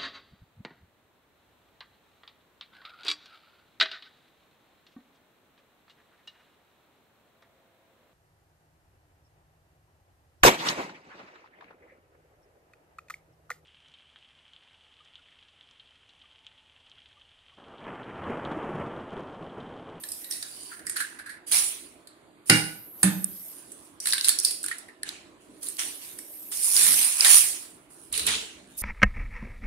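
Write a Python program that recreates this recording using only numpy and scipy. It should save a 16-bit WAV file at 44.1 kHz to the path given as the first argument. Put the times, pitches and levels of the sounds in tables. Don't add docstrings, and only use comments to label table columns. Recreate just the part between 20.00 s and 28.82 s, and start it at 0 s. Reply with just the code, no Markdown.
import sys
import numpy as np
from scipy import signal
from scipy.fft import rfft, irfft, next_fast_len
from scipy.io import wavfile
from scipy.ndimage import uniform_filter1d

SR = 44100
rng = np.random.default_rng(int(sys.argv[2]) if len(sys.argv) > 2 else 0)


def digitize_waveform(pressure):
    field = np.atleast_2d(pressure).T
    bounded = np.clip(field, -1, 1)
    quanta = np.round(bounded * 32767).astype(np.int16)
    wavfile.write(sys.argv[1], SR, quanta)


N = 388962

# start_s,
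# bright_peak_db, shell_pitch_hz, shell_ring_db, hollow_ring_db
SNAPS = [(0.036, -25.5, 4070, -5, -10.5), (0.087, -25, 5400, -9, -34), (0.118, -20, 5350, -8.5, -42),
         (0.243, -27.5, 3830, -7.5, -22), (0.31, -20, 5650, -1.5, -21), (0.322, -21.5, 4570, -2, -43),
         (0.425, -25, 4400, 0, -8), (0.867, -20, 5200, -7, -16.5), (0.8955, -14.5, 4600, -16, -16.5),
         (1.5228, -15, 4400, -2.5, -29), (2.0715, -34.5, 4270, -6.5, -21), (2.497, 1.5, 4630, -4, -7),
         (3.03, -1, 4800, -17.5, -18), (3.042, -12.5, 5000, -16, -15.5), (3.718, -29, 6750, -23, -23),
         (4.0011, -19.5, 5700, -6, -32), (4.056, -16, 3860, -7, -11.5), (4.0701, -12.5, 4300, -5, -12.5),
         (4.1324, -11.5, 4330, 1, -6.5), (4.18, -19.5, 3450, 1.5, -7), (4.2438, -10.5, 4340, -0.5, -20),
         (4.249, -13.5, 4740, -11.5, -35), (4.276, -15, 4180, -17, -11), (4.2904, -4.5, 4380, -5.5, -20),
         (4.387, -11, 5330, -4, -40), (4.448, -5.5, 4770, -3.5, -34), (4.472, -22, 4740, -2.5, -36),
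         (4.508, -17.5, 4300, -5.5, -26), (4.629, -21, 5500, -16, -34), (4.6398, -17.5, 4080, -12, -34),
         (4.6824, -18, 4350, -9, -14.5), (4.783, -27.5, 5440, -10.5, -26), (5.668, -25.5, 4260, -6.5, -34),
         (5.6847, -17, 5680, -26, -34), (5.7926, -19, 5900, 3, -11), (6.187, -25, 5800, -9.5, -14),
         (6.7647, -12.5, 4850, 4, -20), (7.2459, -7, 3700, -2, -11), (8.1257, -16.5, 4050, -16, -28),
         (8.139, -25.5, 3400, 3.5, -42), (8.176, -13, 4100, -11, -20.5), (8.1941, -15, 4060, -4, -17),
         (8.2655, -8.5, 4180, -14, -34)]
SNAP_T60_S, SNAP_HOLLOW_HZ, SNAP_HOLLOW_WIDTH_HZ = 0.018, 1760, 770
SNAP_ROOM_DB, SNAP_RINGS_ROOM_DB = -2.5, -3.5


def snaps():
    near, to_room = np.zeros((2, N)), np.zeros(N)
    for start, db, shell_hz, shell_db, hollow_db in SNAPS:
        bright, shell, hollow = crack(SNAP_T60_S, shell_hz, SNAP_HOLLOW_HZ, SNAP_HOLLOW_WIDTH_HZ,
                                      db, db + shell_db, db + hollow_db)
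        rings = shell + hollow
        add(near, start, bright + rings)
        add(to_room, start, bright[0] * gain_of(SNAP_ROOM_DB) + rings[0] * gain_of(SNAP_RINGS_ROOM_DB))
    return near + kitchen(to_room)


# start_s, hollow_peak_db, hollow_pitch_hz, bright_edge_db, burst_t60_s (time to fall by 60 dB)
CLACKS = [(0.7145, -31.5, 1430, -21, 0.087), (0.728, -38, 1730, -17, 0.069), (0.792, -41, 1560, 1, 0.038),
          (0.8682, -32, 1880, -20, 0.075), (0.9586, -23.5, 1640, -2, 0.24), (0.9661, -26, 1690, 6.5, 0.049),
          (1.001, -21, 1640, 1, 0.13), (1.046, -35, 1690, -6, .04), (1.105, -51, 1740, -14, 0.058),
          (1.1868, -32, 1620, -2.5, 0.13), (1.259, -32, 1640, -5.5, 0.19), (1.2915, -31, 1746, -4, 0.26),
          (4.64, -32, 1510, -20, 0.047), (4.658, -35, 1490, -20, 0.047), (4.6817, -32, 1510, -20, 0.05),
          (4.7096, -30.5, 1360, -20, 0.056), (4.7116, -21, 1880, -8.5, 0.088),
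          (4.8826, -39.5, 1900, -5, 0.097), (5.0315, -22.5, 1766, 5, 0.0092),
          (7.252, -15.5, 1820, -2.5, 0.16)]
CLACK_HOLLOW_WIDTH_HZ, CLACK_SHELL_HZ = 330, 4300
CLACK_SHELL_DB, CLACK_ROOM_DB = -6, -12


def clacks():
    near, to_room = np.zeros((2, N)), np.zeros(N)
    for start, db, hollow_hz, edge_db, t60 in CLACKS:
        bright_db = db + edge_db
        clack = sum(crack(t60, CLACK_SHELL_HZ, hollow_hz, CLACK_HOLLOW_WIDTH_HZ,
                          bright_db, bright_db + CLACK_SHELL_DB, db))
        add(near, start, clack)
        add(to_room, start, clack[0] * gain_of(CLACK_ROOM_DB))
    return near + kitchen(to_room)


# start_s, bright_peak_db, shell_pitch_hz, shell_ring_db
TICKS = [(3.243, -7, 6140, -23), (4.105, -25, 4440, 6), (4.124, -17, 4370, 7.5), (4.21, -18, 4480, 5),
         (4.284, -3.5, 3450, -5), (4.399, -11, 6740, -8), (4.662, -13, 5550, -15), (5.09, -21, 4240, 1),
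         (5.631, -21, 3900, -20), (5.768, -29, 4660, -3.5), (7.207, -10, 5100, 5.5)]
TICK_T60_S = 0.009


def ticks():
    near = np.zeros((2, N))
    for start, db, shell_hz, shell_db in TICKS:
        tick = sum(crack(TICK_T60_S, shell_hz, SNAP_HOLLOW_HZ, SNAP_HOLLOW_WIDTH_HZ,
                         db, db + shell_db, -np.inf))
        add(near, start, tick)
    return near


BRIGHT_HZ, BRIGHT_WIDTH_HZ, SHELL_WIDTH_HZ = 9500, 3000, 1410


def crack(t60, shell_hz, hollow_hz, hollow_width_hz, bright_db, shell_db, hollow_db):
    t = np.arange(4096) / SR
    burst = rng.standard_normal((2, len(t))) * gain_of(-60 * t / t60)
    burst *= 1 - np.exp(-t / 0.0011)
    bands = ((BRIGHT_HZ, BRIGHT_WIDTH_HZ), (shell_hz, SHELL_WIDTH_HZ), (hollow_hz, hollow_width_hz))
    parts = [ring(burst, *band) for band in bands]
    return [gain_of(db) * part / abs(part).max()
            for db, part in zip((bright_db, shell_db, hollow_db), parts)]


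# start_s, swell_s, hold_s, crinkle_db, body_db
RUSTLES = [(-0.2, 0.32, 0.1, -46, -12), (0.295, 0.017, 0.014, -35, -15.5), (0.355, 0.061, 0.32, -46, -12),
           (0.846, 0.011, .04, -48, -17), (0.923, 0.058, 0.0069, -38, -4.5),
           (1.464, 0.01, 0.046, -37, -16.5), (1.509, 0.0064, 0.074, -21, -10.5),
           (2.061, 0.022, 0.12, -75, -1), (2.459, 0.05, 0.044, -28, -17), (2.919, 0.11, 0.56, -49.5, -14),
           (3.545, 0.033, 0.29, -54.5, -12), (4.011, 0.073, 0.016, -28.5, -13),
           (4.183, 0.086, 0.015, -29, -11.5), (4.406, 0.036, 0.023, -29.5, -16.5),
           (4.61, 0.049, 0.049, -46, -1.5), (5.022, 0.051, 0.017, -53, 10.5),
           (5.396, 0.015, 0.17, -64.5, -3.5), (5.609, 0.019, .03, -37, -14),
           (5.779, 0.012, 0.013, -30.5, -5), (5.846, 0.11, .55, -51, -13.5),
           (5.977, 0.045, 0.075, -46, -7.5), (6.507, 0.012, 0.057, -32.5, -13),
           (6.522, 0.14, 0.13, -23, -20), (6.701, 0.076, 0.16, -18.5, -11.5),
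           (6.936, 0.049, 0.071, -23, -12.5), (7.027, 0.08, 0.15, -29, -13),
           (7.161, 0.091, 0.095, -17.5, -8), (7.265, 0.032, 0.078, -14.5, -23),
           (7.886, 0.022, .18, -53.5, -14.5), (8.119, 0.013, 0.083, -35, -3), (8.25, 0.021, 0.027, -34, 7),
           (8.616, 0.089, .08, -60.5, -3), (8.768, 0.013, 0.034, -36, -25)]
# pitch_hz, relative_level_db (per Hz)
CRINKLE_TONE = [(1800, -63.5), (3500, -32), (5000, -15.5), (6800, -16), (8300, -11), (9200, -0.5),
                (10100, -2.5), (11200, -12.5), (13000, -16), (15600, -20)]
# pitch_hz, relative_level_db (per Hz)
BODY_TONE = [(250, -19.5), (430, -12.5), (700, -6.5), (1500, -2.5), (2600, 4), (4300, 1.5), (5000, -5.5),
             (8000, -2.5), (12000, -48.5)]
CRINKLE_FADE_DB_PER_S, BODY_FADE_DB_PER_S = 114, 96
POPS_FADE_DB_PER_S = 299.5
PATCHES_DB = 2.5
BAG_LEAN_DB = -1


def bag():
    film_rows = [row[:4] for row in RUSTLES]
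    body_rows = [(*row[:3], row[3] + row[4]) for row in RUSTLES]
    film = spells(film_rows, CRINKLE_FADE_DB_PER_S)
    body = spells(body_rows, BODY_FADE_DB_PER_S)
    moving = spells(film_rows, POPS_FADE_DB_PER_S) / (film + 1e-9)

    creases = grains(600, 3.2, 0.004)
    average = creases.mean()
    roughness = moving * (creases - average) + average + 1.5
    pops = roughness * rng.standard_normal((2, N))

    spectrum = signal.stft(pops, nperseg=256)[2]
    patches = uniform_filter1d(rng.standard_normal(spectrum.shape[1:]), size=3, axis=0)
    patches = evened(uniform_filter1d(patches, size=16, axis=1))
    pops = signal.istft(spectrum * gain_of(PATCHES_DB * patches), nperseg=256)[1][:, :N]
    lean = gain_of(BAG_LEAN_DB * np.array([[0.5], [-0.5]]))
    return lean * film * colour(pops, CRINKLE_TONE) + body * colour(pops, BODY_TONE)


# start_s, swell_s, dull_clack_db, then one level_db for each low mode
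KNOCKS = [(2.497, 0.02, -3, -37.5, -18, -15, -28, -22, -22, -25.5, -21.5, -13.5),
          (3.029, 0.025, -7.5, -28, -26.5, -24, -12, -16, -33, -29, -31, -21)]
# pitch_hz, t60_s
WORKTOP = [(72, 0.12), (115, 0.3), (161, 0.3), (187, 0.47), (197, 0.37), (245, .2), (299, 0.4), (310, .36),
           (355, .12)]
BOOM_ROOM_DB = -10


def knocks():
    low, upper = np.zeros(N), np.zeros(N)
    t = np.arange(SR // 2) / SR
    dull = signal.butter(2, [250, 3200], "band", fs=SR)
    for start, swell, clack_db, *modes_db in KNOCKS:
        boom = 0
        for k, (db, (hz, t60)) in enumerate(zip(modes_db, WORKTOP)):
            wave = (np.exp(2j * np.pi * hz * t) * wavering(t)).imag
            boom = boom + (-1) ** k * gain_of(db - 60 * t / t60) * wave
        add(low, start, boom * (1 - np.exp(-t / swell)))
        clack = signal.lfilter(*dull, rng.standard_normal(len(t)))
        clack *= gain_of(clack_db - 60 * t / 0.038) * (1 - np.exp(-t / 0.0019))
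        add(upper, start, clack)
    add(upper, KNOCKS[0][0], gain_of(-19) * panel(t))
    return low + gain_of(-1.5) * upper + kitchen(upper + gain_of(BOOM_ROOM_DB) * low)


# pitch_hz, relative_level_db, t60_s
PANEL = [(820, -6, 0.08), (1470, -1, 0.16), (1560, -1, 0.13), (2050, 1, .15), (2300, -1, 0.12),
         (2836, 1, 0.14)]


def panel(t):
    total = 0
    for hz, db, t60 in PANEL:
        rattle = evened(1 + ring(rng.standard_normal(len(t)), 45, 70) * 14)
        total = total + gain_of(db - 60 * t / t60) * np.sin(2 * np.pi * hz * t) * rattle
    return total


WAVER_PER_S, WAVER_HZ = 3.2, 18


def wavering(t):
    slow = signal.butter(2, WAVER_HZ, fs=SR)
    a, b = signal.lfilter(*slow, rng.standard_normal((2, 2 * len(t))))[:, len(t):]
    share = np.clip(WAVER_PER_S * t, 0, 1)
    return np.sqrt(1 - share ** 2 / 2) + share / 2 * (evened(a) + 1j * evened(b))


# start_s, swell_s, hold_s, level_db, pitch_hz, width_hz
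RUBS = [(0.192, 0.018, 0.17, -57, 1910, 250), (0.437, 0.078, 0.21, -53, 4650, 500),
        (0.498, .06, 0.1, -59, 3000, 250), (0.692, 0.022, 0.67, -53.5, 1690, 720),
        (8.118, 0.02, 0.1, -38.5, 3960, 900), (8.16, 0.018, 0.27, -50, 438, 60),
        (8.262, .012, 0.088, -30.5, 3480, 1700), (8.72, .015, 0.054, -61.5, 3670, 147)]
RUB_FADE_DB_PER_S = 202.5


def rubs():
    slips = evened(grains(250, 3, 0.012) + 1)
    total = 0
    for *spell, hz, width in RUBS:
        noise = evened(ring(rng.standard_normal((2, N)), hz, width))
        total = total + spells([spell], RUB_FADE_DB_PER_S) * noise
    return slips * total


# time_s, level_db, deep_share (0 to 1)
THUMPS = [
    [(6.75, -56, 0.03), (6.928, -45.5, 0.02), (7.05, -64, 0.1)],
    [(8.1, -56, 0.6), (8.296, -41, 0.42), (8.47, -58, 0.56)],
    [(8.55, -61, 1), (8.68, -55, 0), (8.8, -63, 0.6)],
]


def thump():
    deep = evened(ring(rng.standard_normal(N), 65, 36))
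    dull = evened(ring(rng.standard_normal(N), 220, 220))
    total = 0
    for level_db, share in map(curves, THUMPS):
        share = np.clip(share, 0, 1)
        total = total + gain_of(level_db) * (share * deep + (1 - share) * dull)
    return total


# start_s, swell_s, hold_s, level_db (of the main band)
HISS = [(-0.1, 0.12, 0.3, -46), (2.45, 0.32, 0.44, -47.5), (2.9, 0.16, 0.44, -42.5),
        (5.58, 0.081, 0.47, -49), (5.7, 0.65, 0.076, -47), (6.3, 0.61, 0.11, -29), (8.766, .01, .1, -37.5)]
HISS_FADE_DB_PER_S = 179.5
HIGH_HISS_DB = -16


def hiss():
    noise = rng.standard_normal((2, N))
    main, high = (evened(signal.sosfilt(signal.butter(3, band, "band", fs=SR, output="sos"), noise))
                  for band in ([11300, 13040], [14300, 15700]))
    return spells(HISS, HISS_FADE_DB_PER_S) * (main + gain_of(HIGH_HISS_DB) * high)


# pitch_hz, relative_level_db (per Hz)
HUM_TONE = [(26, -37), (45, -16), (206, -10.5), (313, 0), (524, -13.5), (602, -9.5), (855, -16.5),
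            (984, -14), (1460, -18.5), (4710, -29), (5420, -57), (6850, -34), (12000, -33.5), (15600, -72),
            (22000, -120)]
HUM_DB = -56


def hum():
    noise = signal.stft(rng.standard_normal((2, N + 2048)), nperseg=1024, noverlap=768)[2]
    patches = uniform_filter1d(rng.standard_normal(noise.shape[1:]), 10, 0)
    patches = evened(uniform_filter1d(patches, 14, 1))
    wash = signal.istft(pair(noise) * gain_of(2.2 * patches), nperseg=1024, noverlap=768)[1][:, :N]
    return gain_of(HUM_DB) * colour(wash, HUM_TONE)


# pitch_hz, t60_s
KITCHEN = [(150, 0.47), (800, 0.47), (2300, 0.45), (6000, 0.42), (12000, 0.14)]


def kitchen(x):
    hz, t, noise = signal.stft(rng.standard_normal((2, SR)), SR, nperseg=256)
    fade_db = -60 * t / read(KITCHEN, hz)[:, None]
    tail = signal.istft(pair(noise) * gain_of(fade_db), SR, nperseg=256)[1]
    tail *= np.clip(np.arange(tail.shape[1]) / SR / 0.00051 - 0.5, 0, 1)
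    return signal.fftconvolve(x[None], tail / np.linalg.norm(tail[0]), axes=1)[:, :N]


# pitch_hz, likeness (1 same, 0 unrelated, below 0 opposed)
LIKENESS = [(60, 0.5), (240, 0.84), (950, 0.4), (3770, -0.16), (15000, -0.31)]


def pair(z):
    same = read(LIKENESS, np.fft.rfftfreq(2 * z.shape[1] - 2, 1 / SR))
    same = np.clip(same, -1, 1)[:, None]
    return np.array([z[0], same * z[0] + np.sqrt(1 - same ** 2) * z[1]])


SWELL_DB = 20


def spells(rows, fade_db_per_s):
    t, power = np.arange(0, N / SR + 0.01, 0.001), 0
    for start, swell, hold, db in rows:
        top = start + swell + 1e-3
        rising_db = np.interp(t, [start, top], [-SWELL_DB, 0], -np.inf)
        fading_db = fade_db_per_s * np.maximum(t - top - hold, 0)
        power = power + gain_of(db + rising_db - fading_db) ** 2
    return np.interp(np.arange(N) / SR, t, np.sqrt(power))


def grains(per_s, spread_db, t60):
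    size = gain_of(spread_db * np.minimum(rng.exponential(1, N), 3))
    size *= rng.random(N) < per_s / SR
    power = signal.lfilter([1], [1, -gain_of(-120 / t60 / SR)], size ** 2)
    return np.sqrt(abs(uniform_filter1d(power, size=40)))


def ring(x, hz, width):
    b, a = signal.iirpeak(hz, hz / width, SR)
    return signal.lfilter(b, a, signal.lfilter(b, a, x))


def colour(x, points):
    size = next_fast_len(N)
    gain = gain_of(read(points, np.fft.rfftfreq(size, 1 / SR)))
    return evened(irfft(rfft(x, size) * gain, size)[..., :N])


def gain_of(db):
    return 10 ** (np.asarray(db) / 20)


def evened(x):
    return x / np.sqrt(np.mean(x ** 2) + 1e-20)


def read(points, hz):
    f, value = np.transpose(points)
    return np.interp(np.log(hz + 1), np.log(f + 1), value)


def curves(rows):
    s, *columns = np.transpose(rows)
    return [np.interp(np.arange(N) / SR, s, c, -120, -120) for c in columns]


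def add(mix, s, sound):
    part = mix[..., round(s * SR):][..., :sound.shape[-1]]
    part += sound[..., :part.shape[-1]]


def scene():
    shells = snaps() + clacks() + ticks()
    return shells + bag() + knocks() + rubs() + thump() + hiss() + hum()


# pitch_hz, left_minus_right_db
LEAN = [(60, -5), (250, -1.5), (550, -3.5), (1650, -4.5), (4970, 0.5), (9500, -7), (13000, -0.5)]
LAG = 8
EDGE_HZ = 15750


def record(dry):
    size = next_fast_len(N)
    lean_db = read(LEAN, np.fft.rfftfreq(size, 1 / SR)) * np.array([[0.5], [-0.5]])
    heard = irfft(rfft(dry, size) * gain_of(lean_db), size)[:, :N]
    heard = np.clip(heard, -1, 1)
    heard[0] = np.r_[np.zeros(LAG), heard[0, :-LAG]]
    low_pass = signal.firwin(511, EDGE_HZ, window=("kaiser", 9), fs=SR)
    return signal.oaconvolve(heard, low_pass[None], "same")


dry = scene()
out = record(dry)
digitize_waveform(out)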